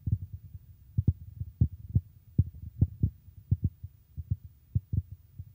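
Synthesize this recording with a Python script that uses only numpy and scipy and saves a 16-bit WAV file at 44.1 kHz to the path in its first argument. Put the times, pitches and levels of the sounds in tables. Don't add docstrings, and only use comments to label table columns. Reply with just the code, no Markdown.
import sys
import numpy as np
from scipy import signal
from scipy.fft import rfft, irfft
from scipy.io import wavfile
from scipy.ndimage import uniform_filter1d

SR = 44100
rng = np.random.default_rng(int(sys.argv[2]) if len(sys.argv) > 2 else 0)


def to_wav(sig):
    pcm = np.clip(np.atleast_2d(sig), -1, 1) * 32767
    pcm = np.round(pcm).astype(np.int16)
    wavfile.write(sys.argv[1], SR, pcm.T)


N = 244307


def amp(db):
    return 10 ** (np.asarray(db) / 20)


def unit(x):
    return x / np.sqrt(np.mean(x ** 2) + 1e-20)


def read(points, hz):
    point_hz, db = np.transpose(points)
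    return np.interp(np.log(hz + 1), np.log(point_hz + 1), db)


def add(mix, s, sound):
    part = mix[max(round(s * SR), 0):][:len(sound)]
    part += sound[:len(part)]


def noise(points):
    hz = np.fft.rfftfreq(N, 1 / SR)
    white = rfft(rng.standard_normal(N))
    return unit(irfft(white * amp(read(points, hz)), N))


# frequency in Hz, relative density in dB per Hz.
RUMBLE_SPECTRUM = [(10, -40.5), (25, -22.5), (45, -8.5), (62, 1.5), (95, -5.5), (130, -6.5), (180, -21),
                   (260, -27.5), (400, -33), (800, -64.5)]


def rumble(level_db=-60.5):
    return amp(level_db) * noise(RUMBLE_SPECTRUM)


# frequency in Hz, relative density in dB per Hz.
HISS_SPECTRUM = [(20, -5.5), (300, 2), (700, -0.5), (1500, -2), (4000, -5), (8000, -6.5), (11500, -6.5),
                 (14400, -5), (14650, 4.5), (16000, -1.5)]


def hiss(level_db=-76):
    return amp(level_db) * noise(HISS_SPECTRUM)


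def whine(pitch_hz=15024, drift_hz=5, level_db=-73.7):
    drift = unit(uniform_filter1d(rng.standard_normal(N), SR // 2, mode="wrap"))
    hz = pitch_hz + drift_hz * (drift - drift.mean())
    return amp(level_db) * unit(np.sin(2 * np.pi * np.cumsum(hz) / SR))


TRAVEL_CYCLES = 0.243


def thump(pitch_hz, hardness_db, size=8192):
    f = np.fft.rfftfreq(size, 1 / SR) / pitch_hz + 0.0011
    bass_cut = (0.87 / f) ** (2 * 4.93)
    top_cut = (f / 0.98) ** (2 * 3.354)
    passed = 1 / np.sqrt((1 + bass_cut) * (1 + top_cut))
    muffled = passed / np.sqrt(1 + (f / 4.1) ** 8)
    tilt = amp(hardness_db * np.log2(np.clip(f, 0.5, 3)))
    log_gain = np.log(np.maximum(muffled, 2e-6) * tilt)
    mirrored = np.r_[log_gain, log_gain[-2:0:-1]]
    causal = np.exp(np.conj(signal.hilbert(mirrored)))[:len(f)]
    lag = 4 * np.pi * TRAVEL_CYCLES * np.sqrt(f)
    wave = irfft(causal * np.exp(-1j * lag))[:size // 2]
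    return wave / abs(wave).max()


# time in seconds, relative level in dB.
GRIND_LEVELS = [(0.0, -51.5), (0.14, -49.5), (0.31, -52), (0.55, -53.5), (0.83, -58.5), (1.28, -50),
                (1.67, -55.5), (1.87, -51.5), (2.08, -58), (2.39, -57.5), (2.52, -53.5), (2.98, -51),
                (3.26, -55.5), (3.66, -57), (4.06, -66.5), (4.3, -54.5), (4.57, -63), (5.54, -58)]


def grind_db(s):
    return np.interp(s, *np.transpose(GRIND_LEVELS))


def grinding(jolts_per_s=170, spread_db=3, pitch_hz=108, hardness_db=-8, level_db=-2.5,
             strokes_per_s=9, stroke_db=3.5, count=8):
    out = np.zeros(N)
    for _ in range(count):
        struck = rng.random(N) < jolts_per_s / count / SR
        jolts = struck * rng.choice([-1, 1], N)
        sizes = amp(spread_db * np.clip(rng.standard_normal(N), -2, 1))
        jolt = thump(pitch_hz * (1 + 0.19 * rng.uniform(-1, 1)), hardness_db)
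        out += signal.oaconvolve(jolts * sizes, jolt)[:N]
    wander = unit(uniform_filter1d(rng.standard_normal(N), SR // 8))
    pace = strokes_per_s * (1 + 0.3 * wander)
    strokes = amp(stroke_db * np.sin(2 * np.pi * np.cumsum(pace) / SR))
    return unit(out * strokes) * amp(level_db + grind_db(np.arange(N) / SR))


# frequency in Hz, relative gain in dB.
CRUNCH_COLOUR = [(60, -20), (200, 6.5), (350, 5), (500, 6), (610, 0), (690, 1), (850, -8.5), (960, -22.5),
                 (1400, -24.5), (2200, -38), (5000, -54), (9000, -66)]


def crunch(db, length_s=0.023, early=0.6, level_db=5.0, crisp_db=-55, dulling=0.35, knee_hz=450,
           count=12, size=4096):
    place = (np.arange(count) + rng.random(count)) / count
    cracks = np.zeros(size)
    strength = rng.standard_normal(count) * np.sin(np.pi * place ** early) ** 2
    cracks[(place * length_s * SR).astype(int)] = strength
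    hz = np.fft.rfftfreq(size, 1 / SR)
    treble = np.clip(np.log2((hz + 1) / knee_hz), 0, 1)
    tilt_db = dulling * np.clip(db - crisp_db, -20, 2) * treble
    colour = amp(read(CRUNCH_COLOUR, hz) + tilt_db)
    wave = irfft(rfft(cracks) * colour)[:size // 2]
    wave = wave * signal.windows.tukey(size // 2, 0.06)
    return amp(db + level_db) * unit(wave)


def nibbles(per_s=11, unevenness=0.3, above_grind_db=9, spread_db=2, pitch_hz=108, hardness_db=-8,
            crunch_db=-52, count=64):
    out = np.zeros(N)
    for k, (late, strong, hard) in enumerate(rng.standard_normal((count, 3))):
        s = (k + 0.5 + unevenness * late) / per_s
        db = grind_db(s) + above_grind_db + spread_db * strong
        add(out, s, amp(db) * thump(pitch_hz, hardness_db + spread_db * hard))
        add(out, s, crunch(db + crunch_db))
    return out


BITE_PITCH_HZ, FIRM_BITE_DB = 102.46, -15
OCTAVES_PER_HARDNESS, OCTAVES_PER_DB = -0.031, 0.0125


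def bite_pitch(db, hardness_db):
    octaves = OCTAVES_PER_HARDNESS * hardness_db + OCTAVES_PER_DB * (db - FIRM_BITE_DB)
    return BITE_PITCH_HZ * 2 ** octaves


# start in seconds, peak level of the thump in dB,
# hardness in dB per octave, level of the crunch in dB before its common gain.
BITE_EVENTS = [(0.067, -22.6, 5.5, -74), (0.1182, -17, -5.5, -85.5), (0.1356, -29.5, 4.5, -85),
               (0.2169, -31, -1, -80.5), (0.3305, -34.5, -5.5, -92), (0.4362, -41.5, -9.5, -96),
               (0.5372, -36.5, -10.5, -87), (0.9781, -16.5, -6, -70), (1.0769, -13.5, 6, -61.5),
               (1.2077, -38.5, -4, -96), (1.269, -42.5, 1, -92), (1.4021, -26.5, -5.5, -80),
               (1.463, -37.8, -0.5, -97), (1.6095, -13, -0.5, -59.5), (1.6342, -20, 9.5, -72),
               (1.722, -36.3, -3, -96), (1.8322, -38.5, -2, -94), (1.8925, -34, 3, -85),
               (1.9353, -30, -8, -78), (1.9538, -14, 0.5, -62), (2.3862, -12.5, 4, -66.5),
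               (2.4383, -36.5, -12.5, -89), (2.464, -32.5, 1, -81), (2.5447, -38, 2, -78.5),
               (2.6227, -34, 1.5, -98), (2.6598, -35.5, 6.5, -95), (2.7896, -32, -8, -89.5),
               (2.8156, -13, 5.5, -56), (2.8754, -38.5, 14, -79.5), (3.001, -36, -0.5, -89),
               (3.0298, -15.5, 5.5, -63), (3.0586, -23.5, 11.5, -71), (3.3677, -41, -7, -92),
               (3.5142, -14.9, -2.5, -64.5), (3.6217, -32, -10.5, -91.5), (3.6424, -17.5, 6.5, -72),
               (3.8331, -32.5, -11.5, -90), (4.1706, -32.5, -4.5, -91), (4.1845, -29.5, -4, -87.5),
               (4.308, -19.5, -6.5, -75), (4.4382, -36.5, -6.5, -94), (4.752, -17, -7, -73.5),
               (4.9283, -22, -0.5, -72.5), (4.9687, -18, 0, -74), (5.1133, -34, -8, -82),
               (5.3874, -31.5, -6, -80.5)]


def bites():
    out = np.zeros(N)
    for s, db, hardness_db, crunch_db in BITE_EVENTS:
        add(out, s, -amp(db) * thump(bite_pitch(db, hardness_db), hardness_db))
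        add(out, s, crunch(crunch_db))
    return out


# frequency in Hz, relative density in dB per Hz.
TAIL_SPECTRUM = [(60, -10.5), (300, 17), (600, 2.5), (1000, -7), (2500, -7), (5000, -9), (10000, -14)]


def bite_tails(level_db=-71, follow=0.6, attack_s=0.0067, t60=0.22):
    t = np.arange(SR // 2) / SR
    envelope = np.zeros(N)
    for s, db, _, _ in BITE_EVENTS:
        decay_db = -60 * t / t60
        decay = amp(follow * (db - FIRM_BITE_DB) + decay_db)
        add(envelope, s, np.minimum(t / attack_s, 1) * decay)
    return amp(level_db) * envelope * noise(TAIL_SPECTRUM)


def shudder(x, level_db=-25, t60=0.064, delay_s=0.016):
    t = np.arange(SR // 4) / SR
    tail = rng.standard_normal(len(t)) * amp(-60 * t / t60) * (t > delay_s)
    return amp(level_db) * signal.oaconvolve(x, tail / np.linalg.norm(tail))[:N]


def scene():
    chewing = bites() + nibbles()
    return (chewing + shudder(chewing) + grinding() + bite_tails() + rumble())[None]


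def record(dry, edge_hz=15740):
    wet = dry + hiss() + whine()
    lowpass = signal.firwin(2047, edge_hz, window=("kaiser", 9), fs=SR)
    return signal.oaconvolve(wet, lowpass[None], "same")


dry = scene()
out = record(dry)
to_wav(out)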